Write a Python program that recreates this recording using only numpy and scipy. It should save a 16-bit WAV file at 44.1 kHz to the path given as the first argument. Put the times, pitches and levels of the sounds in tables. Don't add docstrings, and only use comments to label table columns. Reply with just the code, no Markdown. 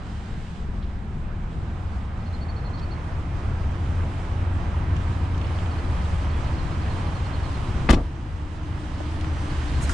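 import sys
import numpy as np
from scipy import signal
from scipy.io import wavfile
from scipy.ndimage import uniform_filter1d

SR = 44100
rng = np.random.default_rng(int(sys.argv[2]) if len(sys.argv) > 2 else 0)


def master_out(mix):
    frames = np.transpose(np.atleast_2d(mix))
    ceiling = np.clip(frames, -1, 1)
    pcm = np.round(ceiling * 32767).astype(np.int16)
    wavfile.write(sys.argv[1], SR, pcm)


N = 437913


def from_db(db):
    return np.exp(np.asarray(db) * (np.log(10) / 20))


def rms_one(x):
    return x / np.sqrt(np.mean(x ** 2) + 1e-20)


def in_time(rows):
    s, *columns = np.transpose(rows)
    return [np.interp(np.arange(N) / SR, s, column) for column in columns]


def at_hz(points, hz):
    point_hz, values = np.transpose(points)
    return np.interp(np.log(hz), np.log(point_hz), values)


def sides(db):
    return from_db(np.array([[db / 2], [-db / 2]]))


def add(out, s, sound):
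    i = round(s * SR)
    out[:, i:i + sound.shape[1]] += sound[:, :N - i]


def drift(rate_hz, size=N):
    r = np.exp(-2 * np.pi * rate_hz * 40 / SR)
    noise = rng.standard_normal(N // 40 + 2002)
    slow = signal.lfilter([1], [1, -2 * r, r * r], noise)[2000:]
    return np.interp(np.arange(size) / 40, np.arange(len(slow)), rms_one(slow))


def tone(hz, db, wander_hz, flutter_db):
    phase = 2 * np.pi * (np.cumsum(hz + wander_hz * drift(8.01)) / SR + rng.random())
    return np.sqrt(2) * from_db(db + flutter_db * drift(19.0)) * np.sin(phase)


def faded_tone(rows, wander_hz):
    t = np.arange(N) / SR
    fade = np.clip(np.minimum(t - rows[0][0] + .05, rows[-1][0] - t + .1) / .1, 0, 1)
    return fade * tone(*in_time(rows), wander_hz, flutter_db=0.0)


# frequency in Hz, left-right likeness (1 is mono).
LIKENESS = [(60, 0.91), (130, 0.99), (260, 0.98), (540, 0.87), (1130, 0.084), (2360, 0.55), (4930, 0.24),
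            (10300, 0.11)]


def banded_noise(spectra, outdoors, balance, patchy_db, size=N):
    first, last = spectra[1][0][0], min(spectra[1][-1][0], 13000)
    edges = np.geomspace(first, last, round(3 * np.log2(last / first)) + 1)
    white = rng.standard_normal((2, 2, size + 4000))
    together, out, power = drift(3.3, size), 0, 0
    for k, (low, high) in enumerate(zip(edges, edges[1:])):
        hz = np.sqrt(low * high)
        if at_hz(spectra[1], hz) < -60:
            continue
        band = signal.butter(2, [low, high], "band", fs=SR, output="sos")
        mid, side = signal.sosfilt(band, white[k % 2])[:, 4000:]
        alike = at_hz(LIKENESS, hz)
        pair = np.sqrt(1 + alike) * mid + np.sqrt(1 - alike) * side * [[1], [-1]]
        gain = from_db((1 - outdoors) * at_hz(spectra[0], hz) + outdoors * at_hz(spectra[1], hz))
        power = power + gain ** 2 * (high - low) * 4 / SR
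        flicker = from_db(patchy_db * (together + drift(10.3, size)))
        out = out + gain * flicker * pair * sides(at_hz(balance, hz))
    return out / np.sqrt(power)


# time in seconds, rumble, tyre roar and hiss levels in dB.
TRAFFIC = [(0, -31.5, -45.5, -57), (.5, -32, -46.5, -54.5), (.7, -29.5, -47.5, -58.5), (1, -31, -47, -59),
           (1.5, -30.5, -44.5, -58.5), (2.3, -30.5, -42, -58.5), (3.2, -28, -40.5, -56),
           (5.3, -26.5, -38, -52.5), (5.6, -27, -37.5, -50.5), (6.75, -26, -37, -50.5),
           (7.6, -28, -37.5, -49), (7.8, -23, -38, -49), (8.1, -26.5, -41.5, -53.5),
           (8.4, -27.5, -40, -52.5), (8.9, -27.5, -40, -50), (9.5, -27, -38.5, -48.5),
           (9.93, -24, -38, -46)]
# time in seconds, share outdoors from 0 to 1.
OUTDOORS = [(0, 0.01), (1.3, 0), (3, 0.61), (5.2, 0.88), (9.93, 0.99)]
# frequency in Hz, relative density in dB per Hz.
RUMBLE = ([(8.8, -34.5), (15, -3.5), (39, -1.5), (80, -14), (92, -7.5), (139, -11.5), (192, -10),
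           (267, -27), (333, -20.5), (370, -29.5), (416, -28.5), (520, -48.5), (680, -79.5), (1140, -120)],
           [(8.8, -45.5), (15, -3.5), (43, -4), (69, -1), (80, -2.5), (137, -6), (207, -17), (292, -14.5),
           (338, -19), (404, -29.5), (520, -45), (680, -61), (1140, -120)])
ROAR = ([(220, -30), (380, -9.5), (450, -4), (707, -7.5), (799, 2.5), (1050, -10), (1150, -5.5), (1430, -6),
         (1570, -17.5), (2110, -12.5), (3600, -40.5), (4680, -59.5), (7920, -120)], [(220, -31), (380, -8),
         (425, -3), (495, -2), (845, 0), (920, 0.5), (1140, -0.5), (1320, -4), (3040, -14.5), (3600, -22),
         (4680, -53), (7920, -120)])
HISS = ([(1650, -24.5), (2800, -2.5), (3900, -7.5), (4460, -8.5), (5110, -11), (6730, -15.5), (7360, -14),
         (8560, -15), (10700, -32), (13900, -61.5), (22000, -120)], [(1650, -31), (2800, -2), (3810, -6),
         (4290, -2), (4670, -7.5), (7650, -13), (8560, -12), (10100, -19.5), (10700, -33), (13900, -55),
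         (22000, -120)])
# frequency in Hz, left minus right in dB.
ROAD_SIDE = [(60, 2.5), (140, -1), (330, 0.5), (780, -4.5), (1850, -4.5), (4360, -2.5), (10300, -3.5)]
# time in seconds, level in dB.
CAR_LEVEL = [(7.9, -56), (8.6, -50.5), (9.3, -50.5), (9.93, -42.5)]
# frequency in Hz, relative density in dB per Hz.
CAR_TYRES = [(900, -20), (1300, -6.5), (1700, 4.5), (2400, -6), (3400, -8.5), (5000, -25.5)]
TRAFFIC_TOP_HZ = 11500


def traffic():
    rumble_db, roar_db, hiss_db = in_time(TRAFFIC)
    outdoors = in_time(OUTDOORS)[0]
    rumble = from_db(rumble_db) * banded_noise(RUMBLE, outdoors, ROAD_SIDE, patchy_db=0.59)
    roar = from_db(roar_db) * banded_noise(ROAR, outdoors, ROAD_SIDE, patchy_db=0.55)
    hiss = from_db(hiss_db) * banded_noise(HISS, outdoors, ROAD_SIDE, patchy_db=1.0)
    car = from_db(in_time(CAR_LEVEL)[0]) * banded_noise((CAR_TYRES, CAR_TYRES), 0, ROAD_SIDE, patchy_db=0.9)
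    sharp_top = signal.cheby2(12, 60, TRAFFIC_TOP_HZ, fs=SR, output="sos")
    return signal.sosfilt(sharp_top, rumble + roar + hiss + car)


ENGINES_HZ = [69.7, 77.4, 89.6]
# time in seconds, first, second and third engine levels in dB.
ENGINE_LEVELS = [(0, -40, -50, -60), (1.2, -37.5, -54, -47), (1.8, -33.5, -46, -35),
                 (2.5, -36.5, -34.5, -38), (3.6, -35, -36.5, -29), (4.6, -34.5, -33.5, -29),
                 (5.3, -30, -46.5, -26), (5.8, -34.5, -34.5, -32.5), (6.4, -31.5, -27.5, -31.5),
                 (7, -34.5, -38.5, -29.5), (7.8, -30.5, -42, -46), (8.5, -39.5, -32, -34),
                 (8.9, -32.5, -36.5, -41), (9.3, -51, -24.5, -43), (9.6, -30, -34.5, -46),
                 (9.93, -28, -34, -42)]


def far_engines():
    return sum(tone(hz, db, wander_hz=2.184, flutter_db=3.5)
               for hz, db in zip(ENGINES_HZ, in_time(ENGINE_LEVELS)))


# time in seconds, pitch in Hz, level in dB.
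WHISTLE = [(9.24, 6060, -64), (9.3, 5980, -64), (9.45, 6040, -62), (9.52, 6080, -67)]
# time in seconds, pitch in Hz, level in dB.
LOW_WHISTLE = [(6.28, 3400, -62), (6.35, 3400, -58), (6.4, 3430, -60)]


def whistles():
    return faded_tone(WHISTLE, wander_hz=30.0) + faded_tone(LOW_WHISTLE, wander_hz=25.0)


# time in seconds, pitch in Hz, level in dB at the top of a throb.
HUM = [(8.15, 306, -43), (8.6, 302.4, -38), (9.05, 302, -35.5), (9.3, 297, -36), (9.75, 292, -39),
       (9.93, 286, -47)]
# time in seconds, pitch in Hz, level in dB.
UPPER_HUM = [(8.45, 322.4, -48), (8.85, 321, -46.5), (9.05, 323, -47), (9.35, 331.8, -45),
             (9.7, 317.6, -46)]
THROB_TOP_S, THROBS_PER_S, THROB_SLOWS_PER_S2 = 9.05, 4.81, 0.37
THROB_DEPTH, THROB_SHARPNESS = 1, 1.7


def passing_hum():
    since = np.arange(N) / SR - THROB_TOP_S
    turns = THROBS_PER_S * since - THROB_SLOWS_PER_S2 / 2 * since ** 2
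    swell = np.abs(np.cos(np.pi * turns)) ** THROB_SHARPNESS
    throb = 1 - THROB_DEPTH * (1 - swell)
    return throb * faded_tone(HUM, wander_hz=5.0) + faded_tone(UPPER_HUM, wander_hz=8.0)


# time in seconds (the note begins 5 ms sooner), level in dB, pitch in Hz before the slur.
CHIRPS = [(2.1869, -63, 4400), (2.2603, -53, 4320), (2.3316, -49.5, 4180), (2.4119, -49, 4400),
          (2.487, -48, 4380), (2.565, -48.5, 4330), (2.651, -47, 4310), (2.735, -47, 4350),
          (2.817, -50, 4420), (2.9118, -46.5, 4360), (5.432, -54.5, 4276), (5.5466, -55, 4580),
          (5.7, -56, 4480), (5.782, -52, 4280), (6.045, -54.5, 3900), (6.2063, -56, 4510),
          (6.3, -51.5, 4360), (6.465, -54, 4250), (6.583, -50.5, 4290), (6.65, -57, 4380),
          (6.735, -55, 4320), (6.816, -50.5, 4370), (6.899, -51, 4270), (6.982, -52, 4250),
          (7.064, -55, 4300), (7.152, -50.5, 4300), (7.249, -50.5, 4260), (7.336, -47, 4300),
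          (7.437, -48.5, 4290), (7.539, -52, 4200), (7.6707, -54, 3900), (9.494, -51, 4530),
          (9.679, -49.5, 4330), (9.746, -50, 4340), (9.838, -51, 4220)]
# note length in seconds, left minus right in dB,
# then pitch ratios at the start, shoulder, top and end.
SONGS = [(.034, -3, .935, .997, 1.01, .93), (.03, -6, .97, 1.002, 1.0, 0.78)]
SECOND_SONG_FROM_S = 4


def bird():
    out, warble, flutter = np.zeros((2, N)), drift(220), drift(160)
    wobbles = rng.normal(0, 1, (len(CHIRPS), 4))
    for (s, db, hz), wobble in zip(CHIRPS, wobbles):
        length, pan_db, *slur = SONGS[int(s > SECOND_SONG_FROM_S)]
        u = np.linspace(0, 1, round(length * SR))
        now = slice(round(s * SR), round(s * SR) + len(u))
        ratios = np.array(slur) + .004 * wobble
        bend = np.interp(u, [0, .16, .74, 1], ratios) + .015 * warble[now]
        swell = np.sin(np.pi * u) ** .5 * rms_one(from_db(2.0 * flutter[now]))
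        note = swell * np.sin(2 * np.pi * np.cumsum(hz * bend) / SR)
        add(out, s - .005, from_db(db) * note * sides(pan_db))
    decay = from_db(-60 * np.arange(4000) / SR / 0.16 - 31.5)
    echoes = rng.standard_normal((2, 4000)) * decay
    return out + signal.fftconvolve(out, echoes, axes=1)[:, :N]


# start in seconds,
# length in seconds, level in dB, low edge and high edge in Hz.
HISS_AND_SCUFFS = [(0., 0.72, -56, 1200, 2370), (0.82, 0.03, -54, 3200, 4200),
                   (2.772, 0.021, -51, 3900, 4700), (2.787, 0.02, -49, 3100, 5000),
                   (5.55, .08, -57, 2993, 4990), (6.22, 0.051, -59, 3500, 7000),
                   (9.802, .16, -49, 1200, 5000), (9.81, 0.05, -41.5, 6000, 9400),
                   (9.888, 0.047, -41.5, 4800, 9000), (9.783, .15, -51, 5000, 10500)]


def hiss_and_scuffs():
    out = np.zeros((2, N))
    for s, length, db, low_hz, high_hz in HISS_AND_SCUFFS:
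        band = signal.butter(2, [low_hz, high_hz], "band", fs=SR, output="sos")
        lumps = from_db(2.0 * drift(120, size=SR))
        noise = signal.sosfilt(band, lumps * rng.standard_normal((2, SR)))
        mid, side = noise[:, :round(length * SR)]
        arch = np.sin(np.linspace(0, np.pi, len(mid))) ** .6
        add(out, s, from_db(db) * arch * rms_one(mid + .5 * side * [[1], [-1]]))
    return out


# start in seconds, peak level in dB before stereo spread, centre in Hz,
# left minus right in dB, band width as a ratio either side.
TICKS = [(4.9651, -35, 2880, -6, 1.14), (4.9655, -43, 6000, -4, 1.2), (5.345, -41, 3050, -5, 1.15),
         (5.378, -39, 4500, -5, 1.4), (5.4136, -37, 2950, -7, 1.35), (5.445, -37, 2900, -6, 1.1),
         (5.468, -44, 5000, -5, 1.1), (5.587, -36, 3200, -4.5, 1.14), (5.66, -37, 2800, -5, 1.24),
         (5.79, -42, 2800, -5, 1.15), (5.848, -42, 3500, -5, 1.15), (9.003, -27, 597, -5.0, 1.6),
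         (9.211, -31, 2000, 2, 2.4), (9.245, -28, 1176, 4, 1.8), (9.369, -34, 626, 13, 1.9),
         (9.809, -31, 1540, -1.5, 1.4), (9.8938, -23, 1360, -1.5, 1.2), (9.8942, -31, 6500, -1, 1.3)]
TICK_T60_S = 0.033


def ticks():
    out, t = np.zeros((2, N)), np.arange(2000) / SR
    for s, db, hz, pan_db, spread in TICKS:
        band = signal.butter(2, [hz / spread, hz * spread], "band", fs=SR, output="sos")
        click = 5.2 * (t == 0) * [[1], [0]]
        burst = (rng.standard_normal((2, 2000)) + click) * from_db(-60 * t / TICK_T60_S)
        mid, side = signal.sosfilt(band, burst)
        pair = (mid + 0.88 * side * [[1], [-1]]) / np.abs(mid).max()
        add(out, s, from_db(db) * pair * sides(pan_db))
    return out


# time in seconds, polarity of the blow (+1 or -1), panel blow, cab push
# and crack drives in dB, crack brightness in Hz, latch strike drive in dB, latch pitch in Hz.
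SLAM = [(7.8890, 1, -27, -32, -14, 2600, -8.5, 1940), (7.893, -1, -16, -28, -16, 6000, -13, 3600),
        (7.897, -1, -13, -26, -25, 6000, -25, 3600), (7.901, 1, -32, -28, -19.5, 11000, -13, 1600),
        (7.9030, 1, -17, -10.5, -21, 14000, -13, 1300), (7.9068, 1, -27, -28, -17, 13000, -10, 4800),
        (7.9080, 1, -11, -21, -23, 9000, -16, 3200), (7.91, -1, -13.5, -6, -26, 7000, -17, 2510),
        (7.9170, 1, -23, -19, -30, 5000, -22, 1200), (7.922, -1, -28, -30, -26, 7000, -29, 2200),
        (7.927, -1, -32, -24, -22, 11000, -25, 3300), (7.931, -1, -31, -17, -25, 9000, -23, 3400),
        (7.9336, 1, -10, -14, -27, 8000, -20, 3400), (7.9370, 1, -13.5, -19, -29, 8000, -23, 3000),
        (7.9404, -1, -24, -22, -30, 10000, -16, 3000), (7.9440, -1, -32, -12, -31, 7000, -15, 5330),
        (7.948, 1, -31, -33, -36, 7000, -32, 3200), (7.956, -1, -25, -16, -28, 1300, -38, 1200),
        (7.9640, 1, -22, -21, -33, 1300, -36, 1200), (7.972, 1, -20, -17, -29, 1200, -37, 1200),
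        (7.984, -1, -24, -25, -37, 1300, -30, 1150), (7.992, 1, -22, -31, -33, 800, -45, 1200),
        (8.008, -1, -22, -24, -40, 900, -45, 1200), (8.017, 1, -29, -26, -42, 600, -45, 1200)]
# frequency in Hz, relative level in dB, T60 in seconds.
DOOR_MODES = [(42, 0, 0.23), (68.5, -2.5, 0.092), (146, -3, 0.063), (206, -7, 0.05), (269, 3.5, 0.032),
              (341, -4.5, 0.045), (467, -13.5, 0.093), (630, -17, 0.034), (780, -16, 0.031),
              (1170, -5.5, 0.07), (1670, -9, 0.024), (2060, -7.5, 0.022), (2610, -10.5, 0.028),
              (3000, -17.5, 0.018), (3540, -16, 0.036), (3900, -21, 0.03), (4360, -14, 0.021),
              (5410, -15, 0.016), (5740, -21, 0.045)]
# frequency in Hz, relative density in dB per Hz.
CRACK = [(180, -22), (320, 4), (550, 4.5), (800, 2), (1150, 2), (1500, -3), (2100, -5), (2900, -4),
         (4400, -10), (5500, -12), (8400, -11.5), (10500, -16), (13000, -12)]
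# frequency in Hz, left minus right in dB.
DOOR_SIDE = [(60, 2), (170, -0.5), (470, 2), (1310, 8.5), (3670, 5.5), (10300, 0)]
CAB_MODES_UNDER_HZ, LATCH_MODES_OVER_HZ = 170, 1000
CRACK_T60_S, SETTLING_FROM_S, SETTLING_T60_S = 0.031, 7.946, 0.13
BLOW_SOFTNESS = 0.39


def door_slam():
    size, start, out = SR // 2, SLAM[0][0], np.zeros((2, N))
    t = np.arange(size) / SR
    noise = banded_noise((CRACK, CRACK), 0, DOOR_SIDE, patchy_db=1.5, size=size)
    blows = np.zeros((3, size))
    for s, polarity, blow_db, push_db, crack_db, bright_hz, latch_db, latch_hz in SLAM:
        click = polarity * (np.arange(size) == round((s - start) * SR))
        soft = signal.butter(2, BLOW_SOFTNESS * bright_hz, fs=SR, output="sos")
        blows[:2] += signal.sosfilt(soft, from_db([[push_db], [blow_db]]) * click)
        latch_band = signal.butter(2, [latch_hz / 1.32, latch_hz * 1.36], "band", fs=SR)
        blows[2] += signal.lfilter(*latch_band, from_db(latch_db) * click)

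        t60 = SETTLING_T60_S if s > SETTLING_FROM_S else CRACK_T60_S
        since = np.maximum(t - (s - start), 0)
        burst = from_db(crack_db - 60 * since / t60) * np.minimum(since / 0.0018, 1)
        padding = signal.butter(4, bright_hz, fs=SR, output="sos")
        add(out, start, signal.sosfilt(padding, burst * noise))
    for k, (hz, db, t60) in enumerate(DOOR_MODES):
        is_latch = hz > LATCH_MODES_OVER_HZ
        drive = blows[int(hz > CAB_MODES_UNDER_HZ) + int(is_latch)]
        sense = (-1) ** (k * is_latch)
        r, w = from_db(-60 / (t60 * SR)), 2 * np.pi * hz / SR
        ring = signal.lfilter([0, sense * np.sin(w)], [1, -2 * r * np.cos(w), r * r], drive)
        add(out, start, from_db(db) * ring * sides(at_hz(DOOR_SIDE, hz)))
    return out


def scene():
    background = traffic() + far_engines() + whistles() + passing_hum()
    return background + bird() + hiss_and_scuffs() + ticks() + door_slam()


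DUCK_ABOVE_DB, DUCK_SHARE = -19, 0.54
RECOVER_DB_S, DUCK_S = 6.5, 0.21
TOP_SOFTENS_HZ, CUTOFF_HZ = 10500, 14300


def record(dry):
    dry = signal.sosfilt(signal.butter(4, TOP_SOFTENS_HZ, fs=SR, output="sos"), dry)
    power = uniform_filter1d(np.mean(dry ** 2, axis=0), size=882)
    level_db = 10 * np.log10(power + 1e-12)
    over_db = np.maximum(level_db - DUCK_ABOVE_DB, 0) * DUCK_SHARE
    climb = RECOVER_DB_S * np.arange(N) / SR
    held_db = np.maximum(np.maximum.accumulate(over_db + climb) - climb, 0)
    r = np.exp(-1 / (DUCK_S * SR))
    ducked = dry * from_db(-signal.lfilter([1 - r], [1, -r], held_db))
    rounded = 0.91 * np.tanh(ducked / 0.96)
    return signal.sosfilt(signal.cheby2(12, 70, CUTOFF_HZ, fs=SR, output="sos"), rounded)


dry = scene()
out = record(dry)
master_out(out)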